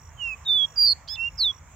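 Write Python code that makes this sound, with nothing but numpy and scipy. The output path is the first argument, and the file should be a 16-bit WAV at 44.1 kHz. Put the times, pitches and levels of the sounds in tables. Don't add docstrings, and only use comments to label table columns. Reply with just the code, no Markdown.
import sys
import numpy as np
from scipy import signal
from scipy.io import wavfile
from scipy.ndimage import uniform_filter1d

SR = 44100
rng = np.random.default_rng(int(sys.argv[2]) if len(sys.argv) > 2 else 0)


def transcribe(signal):
    frames = np.atleast_2d(signal).T
    limited = np.clip(frames, -1, 1)
    pcm = np.round(limited * 32767).astype(np.int16)
    wavfile.write(sys.argv[1], SR, pcm)


def level_to_linear(level):
    exponent = np.asarray(level, float) / 20
    return 10 ** exponent


N = 77175


def at_hz(points, hz, column=1):
    points = np.array(points)
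    return np.interp(np.log(hz), np.log(points[:, 0]), points[:, column])


def rms_one(x):
    return x / np.sqrt(np.mean(x ** 2) + 1e-20)


def drift(rate_hz):
    settle = 8000
    r = np.exp(-2 * np.pi * rate_hz / SR)
    noise = rng.standard_normal(N + settle)
    return rms_one(signal.lfilter([1], [1, -2 * r, r * r], noise)[settle:])


def resonate(x, hz, width_hz):
    r = np.exp(-np.pi * width_hz / SR)
    ring = [1, -2 * r * np.cos(2 * np.pi * hz / SR), r * r]
    return signal.lfilter([1, 0, -1], ring, x) * (1 - r * r) / 2


def stereo_sine(phase, level_db, pan_db, lead):
    left, right = level_to_linear(pan_db / 2), level_to_linear(-pan_db / 2)
    pair = np.array([left * np.sin(phase + lead), right * np.sin(phase)])
    return np.sqrt(8) * level_to_linear(level_db) / (left + right) * pair


def coloured(spectrum, patchy_db):
    # frequency in Hz, how alike left and right are (1 same, 0 unrelated, -1 opposite).
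    likeness = [(60, 1), (1000, 0.7), (2400, 0.87), (4400, -0.39), (15000, 0.011)]
    # frequency in Hz, left over right in dB.
    tilt = [(130, -1.3), (640, 1), (1410, -7), (3100, -8), (6820, -1.5)]
    out = 0
    white = rng.standard_normal((2, 2, N + 4000))
    lowest, highest = spectrum[0][0], min(spectrum[-1][0], 19000)
    edges = lowest * 2 ** np.arange(0, np.log2(highest / lowest) + .01, .25)
    for k, (low, high) in enumerate(zip(edges, edges[1:])):
        band = signal.butter(2, [low, high], "band", fs=SR, output="sos")
        mid, side = signal.sosfilt(band, white[k % 2])[:, -N:]
        hz = np.sqrt(low * high)
        alike = np.clip(at_hz(likeness, hz), -1, 1)
        balance_db = at_hz(tilt, hz) * np.array([[.5], [-.5]])
        gain = level_to_linear(at_hz(spectrum, hz) + patchy_db * drift(6) + balance_db)
        out = out + gain * (np.sqrt(1 + alike) * mid + np.sqrt(1 - alike) * side * [[1], [-1]])
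    return out / np.sqrt(np.mean(out.mean(0) ** 2))


def crests(turn, point):
    return np.cos(turn) + point * np.cos(2 * turn) + point ** 2 * np.cos(3 * turn)


def trill():
    # time of the last crest in seconds, pointedness.
    last_crests = [
        (0.9272, 0.28),
        (1.442, 0.55),
    ]
    # time in seconds, crests per second, pitch swing in Hz, level ride in dB.
    high_course = [(.795, 140, 20, 0), (.83, 128, 55, .1), (.855, 130, 72, .5), (.87, 113, 145, 1.4),
                   (.89, 113, 210, 2.2), (.908, 114, 205, 1.7), (.918, 112, 195, -1.2),
                   (.934, 112, 120, -.5)]
    swoop_course = [(1.371, 335, 130, -1), (1.396, 275, 100, -1), (1.4035, 265, 70, -.6),
                    (1.408, 180, 60, -.4), (1.414, 149, 90, -.8), (1.421, 145, 100, -.8),
                    (1.428, 114, 120, -.6), (1.442, 110, 150, -1.7), (1.456, 90, 0, 0)]
    level_shift = -0.29
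    t = np.arange(N) / SR
    swing, dip = np.zeros(N), np.zeros(N)
    for rows, (crest, point) in zip([high_course, swoop_course], last_crests):
        s, rate, swing_hz, ride_db = np.transpose(rows)
        turn = 2 * np.pi * np.cumsum(np.interp(t, s, rate)) / SR
        turn = turn - np.interp(crest, t, turn)
        size = np.interp(t, s, swing_hz, left=0, right=0)
        ride = np.interp(t, s, ride_db, left=0, right=0)
        swing += size * (1 + .2 * drift(60)) * crests(turn, point)
        dip += ride * crests(turn + level_shift, point)
    return swing, dip


def whistled_note(rows, tones, main_lead, swing, dip, flutter):
    # frequency in Hz, left lead in radians, left over right in dB.
    ports = [(1700, -.2, -.5), (5400, .4, -9), (7000, 1.1, -3.5), (8300, 1.2, -4), (9500, 3.1, -4),
             (10600, 4.3, -5), (12500, 4.3, -7), (14000, 4.2, -12), (15600, 6.2, -15)]
    # frequency in Hz, change of level in dB.
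    colour = [(6000, 1), (7000, -4.5), (8500, 1), (9200, -4), (10300, -13.5), (12800, 4.5), (13600, -0.5),
              (14300, 9)]
    edge_s, overtone_growth = .0025, .5
    t = np.arange(N) / SR
    s, hz, db, pan_db = np.transpose(rows)
    on = (t > s[0]) & (t < s[-1])
    now = t[on]
    pitch = uniform_filter1d(np.interp(now, s, hz), size=120, mode="nearest") + swing[on]
    level = uniform_filter1d(np.interp(now, s, db), size=200, mode="nearest") + dip[on]
    edge = np.clip(np.minimum(now - s[0], s[-1] - now) / edge_s, 0, 1)
    cycles = np.cumsum(pitch) / SR
    main = np.argmax(tones) + 1
    out = np.zeros((2, N))
    for k, tone_db in enumerate(tones, 1):
        tone_level = level + tone_db + at_hz(colour, k * pitch)
        if k > main:
            tone_level = tone_level + overtone_growth * (level - level.max()) + 2 * flutter[on]
        if k == main:
            pan, lead = np.interp(now, s, pan_db), main_lead
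        else:
            pan, lead = at_hz(ports, k * pitch, column=2), at_hz(ports, k * pitch)
        out[:, on] += edge * stereo_sine(2 * np.pi * k * cycles, tone_level, pan, lead)
    return out


def breath_puffs():
    # start in seconds, length in seconds, centre in Hz, width in Hz, level in dB.
    puffs = [
        (1.074, 0.04, 4400, 700, -45.5),
        (1.153, .01, 3660, 820, -38),
        (.448, 0.0064, 4300, 570, -57),
    ]
    t, out = np.arange(N) / SR, np.zeros((2, N))
    for s, length, hz, width_hz, db in puffs:
        x = np.clip((t - s) / length, 0, 1)
        noise = rng.standard_normal((2, N))
        breath = rms_one(resonate(resonate(noise, hz, width_hz), hz, width_hz))
        out += level_to_linear(db) * 7 * x * (1 - x) ** 2 * breath * level_to_linear([[-3], [3]])
    return out


def bird():
    # time in seconds, pitch in Hz, level in dB,
    # left over right in dB as the head turns.
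    low = [(.168, 3170, -68.5, -10), (.2, 2978, -41, -12), (.222, 2855, -32.5, -10), (.25, 2771, -30.5, -9),
           (.337, 2532, -35.5, -12), (.346, 2533, -41.5, -3), (.353, 2530, -57.5, -8)]
    middle = [(.448, 4510, -55.5, -1.5), (.453, 3760, -48, 0), (.468, 3717, -30, -1), (.5, 3567, -20.5, -6),
              (.57, 3479, -21.5, -6.5), (.585, 3421, -22.5, -10.5), (.65, 3282, -23, -12),
              (.66, 3390, -37.5, -14)]
    high = [(.758, 5060, -44.5, -16), (.768, 4766, -36.5, -4), (.782, 4794, -21, -8),
            (.83, 4747, -16.5, -4), (.858, 4698, -18, -5.5), (.892, 4412, -18.5, -6.5),
            (.912, 4366, -19.5, -4), (.925, 4463, -20.5, -12), (.935, 4340, -30, -14.5)]
    nasal = [(1.084, 1428, -40.5, -10), (1.089, 1656, -48.5, -4.5), (1.1, 1680, -43, -13.5),
             (1.12, 1727, -41, -10.5), (1.142, 1746, -41.5, -11), (1.157, 1757, -56, -13)]
    nasal_under = [(1.084, 2950, -45.5, -10), (1.091, 3290, -43.5, -11), (1.118, 3440, -47, -7.5),
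                   (1.16, 3547, -38, -5.5), (1.174, 3590, -53, -4.5)]
    rising = [(1.158, 3160, -48, -12), (1.166, 2680, -46.5, -10.5), (1.2, 2693, -30, -12.5),
              (1.24, 2748, -27.5, -10), (1.282, 2818, -29, -7.5), (1.29, 2750, -36.5, -8),
              (1.297, 2570, -68, -8.5)]
    swoop = [(1.371, 5380, -61, -7), (1.38, 5365, -41, -11.5), (1.395, 4827, -29, -6),
             (1.409, 4403, -20.5, -4.5), (1.43, 4090, -21.5, -0.5), (1.45, 3705, -21.5, -2.5),
             (1.475, 3482, -22, -7.5), (1.508, 3355, -27.5, -9.5), (1.52, 3280, -46, -9)]
    nasal_onset = [(1.073, 751, -64.5, -2.5), (1.079, 930, -48.5, -2), (1.083, 1200, -48, -7.5),
                   (1.087, 1488, -53, -7), (1.091, 1650, -59, -4.5)]
    low_tones = [0.5, -29, -42.5, -40.5, -58, -46]
    middle_tones = [0.5, -37, -31.5, -44]
    high_tones = [0, -28, -37]
    nasal_tones = [-20.5, -94, 7.5, -12, -26.5, -50.5, -24.5, -22.5, -30.5]
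    rising_tones = [-0.5, -29.5, -47, -38]
    swoop_tones = [-0.5, -38.5, -37, -45]
    onset_tones = [-26, -16.5, -9, 1.5, -5, -11, -22]
    leads = [0.34, 0.68, -0.36, 0.34, 0.64, .07, 0.57, .5]
    song = [(low, low_tones), (middle, middle_tones), (high, high_tones), (nasal, nasal_tones),
            (nasal_under, [0]), (rising, rising_tones), (swoop, swoop_tones), (nasal_onset, onset_tones)]
    swing, dip = trill()
    flutter = drift(80)
    swing = swing + 6 * drift(120)
    dip = dip + .3 * drift(53)
    out = np.zeros((2, N))
    for (rows, tones), lead in zip(song, leads):
        out += whistled_note(rows, tones, lead, swing, dip, flutter)
    return out + breath_puffs()


def field(x):
    gap_s = 0.0037
    t = np.arange(SR // 3) / SR
    fade = 0
    for db, t60 in [(-34.5, 0.27), (-27.5, 0.08)]:
        fade = fade + level_to_linear(db - 60 * t / t60) * np.sqrt(2 * np.log(1000) / t60 / SR)
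    tail = rng.standard_normal((2, len(t))) * fade * (t > gap_s)
    return signal.fftconvolve(x[1:], tail, axes=1)[:, :N]


def cricket(bouts, pan_db, lead, octave_db):
    duty, swell_db, sweep_hz = .8, 6, 60
    t, out = np.arange(N) / SR, np.zeros((2, N))
    wander = drift(30)
    for s, pulses, period, hz, db in bouts:
        beat = (t - s) / period + duty * .63
        x = np.clip(beat % 1 / duty, 0, 1)
        shape = np.sin(np.pi * x ** 1.9) * (beat > 0) * (beat < round(pulses))
        warm_up = (s > 0) * np.exp(-np.clip(beat, 0, None) / 3)
        level = db - swell_db * warm_up + 1.2 * wander
        pitch = hz - 100 * warm_up + sweep_hz * (.5 - x) + 12 * wander
        phase = 2 * np.pi * np.cumsum(pitch) / SR
        tone = stereo_sine(phase, level, pan_db, lead)
        octave = stereo_sine(2 * phase, level + octave_db, pan_db, 2 * lead)
        out += shape * (tone + octave)
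    return out


def two_crickets():
    # first pulse in seconds, number of pulses, seconds per pulse, pitch in Hz, level in dB.
    right_bouts = [
        (-.002, 6, 0.019, 5700, -54.5),
        (.38, 10, 0.02, 5590, -61),
        (.579, 14, .0181, 5675, -52),
        (1.284, 6, 0.019, 5590, -56.5),
        (1.386, 12, .0181, 5710, -52),
        (.525, 1, 0.045, 5350, -51),
    ]
    middle_bouts = [
        (.133, 12, 0.018, 6700, -55.5),
        (.6385, 10, 0.022, 6750, -55.5),
        (1.19, 8, .0237, 6840, -59.5),
    ]
    right = cricket(right_bouts, pan_db=-10, lead=-1.73, octave_db=-21)
    return right + cricket(middle_bouts, pan_db=-1, lead=0.58, octave_db=-46.5)


def insect_chorus():
    # frequency in Hz, level in dB.
    spectrum = [(4600, -26), (5700, -5.5), (6800, 9), (7500, 3), (8300, -52.5), (9500, -34.5)]
    top = signal.butter(6, 7900, fs=SR, output="sos")
    return level_to_linear(-63.5) * signal.sosfilt(top, coloured(spectrum, patchy_db=2.0))


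def engine():
    # frequency in Hz, level in dB, width in Hz.
    hums = [(52.1, -52.5, 1.3), (78.4, -56, 3.6), (99.76, -60.5, 1), (148.1, -62.5, 12)]
    # frequency in Hz, level in dB.
    rumble = [(36, -9), (76, 3.5), (214, -16.5), (420, -37.5)]
    hum = 0
    for hz, db, width_hz in hums:
        noise = rng.standard_normal((2, 2 * N))
        hum = hum + level_to_linear(db) * rms_one(resonate(noise, hz, width_hz)[:, N:])
    return hum[0] + .2 * hum[1] * [[1], [-1]] + level_to_linear(-52.5) * coloured(rumble, patchy_db=5.0)


def road_hiss():
    # frequency in Hz, level in dB.
    spectrum = [(300, -24), (500, -12.5), (700, -10), (1070, -3.5), (1400, -12), (2300, -13.5),
                (3100, -24.5), (4600, -34.5)]
    # time in seconds, level in dB.
    swell = [(0, -61), (0.301, -55.5), (1.3, -58), (1.75, -59)]
    s, db = np.transpose(swell)
    level = np.interp(np.arange(N) / SR, s, db) + 2.0
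    return level_to_linear(level) * coloured(spectrum, patchy_db=2.0)


def air_hiss():
    # frequency in Hz, level in dB.
    spectrum = [(8000, -8.5), (9500, -20.5), (11500, -7.5), (12300, -10), (13300, -3.5), (17000, -4)]
    return level_to_linear(-75.5) * coloured(spectrum, patchy_db=2.0)


def scene():
    song = bird()
    insects = two_crickets() + insect_chorus()
    return song + field(song) + insects + engine() + road_hiss() + air_hiss()


def band_limit(x):
    return signal.sosfilt(signal.butter(12, 15840, fs=SR, output="sos"), x)


def record(dry):
    low_cut = signal.butter(4, 42, "high", fs=SR, output="sos")
    return band_limit(signal.sosfilt(low_cut, dry))


dry = scene()
out = record(dry)
transcribe(out)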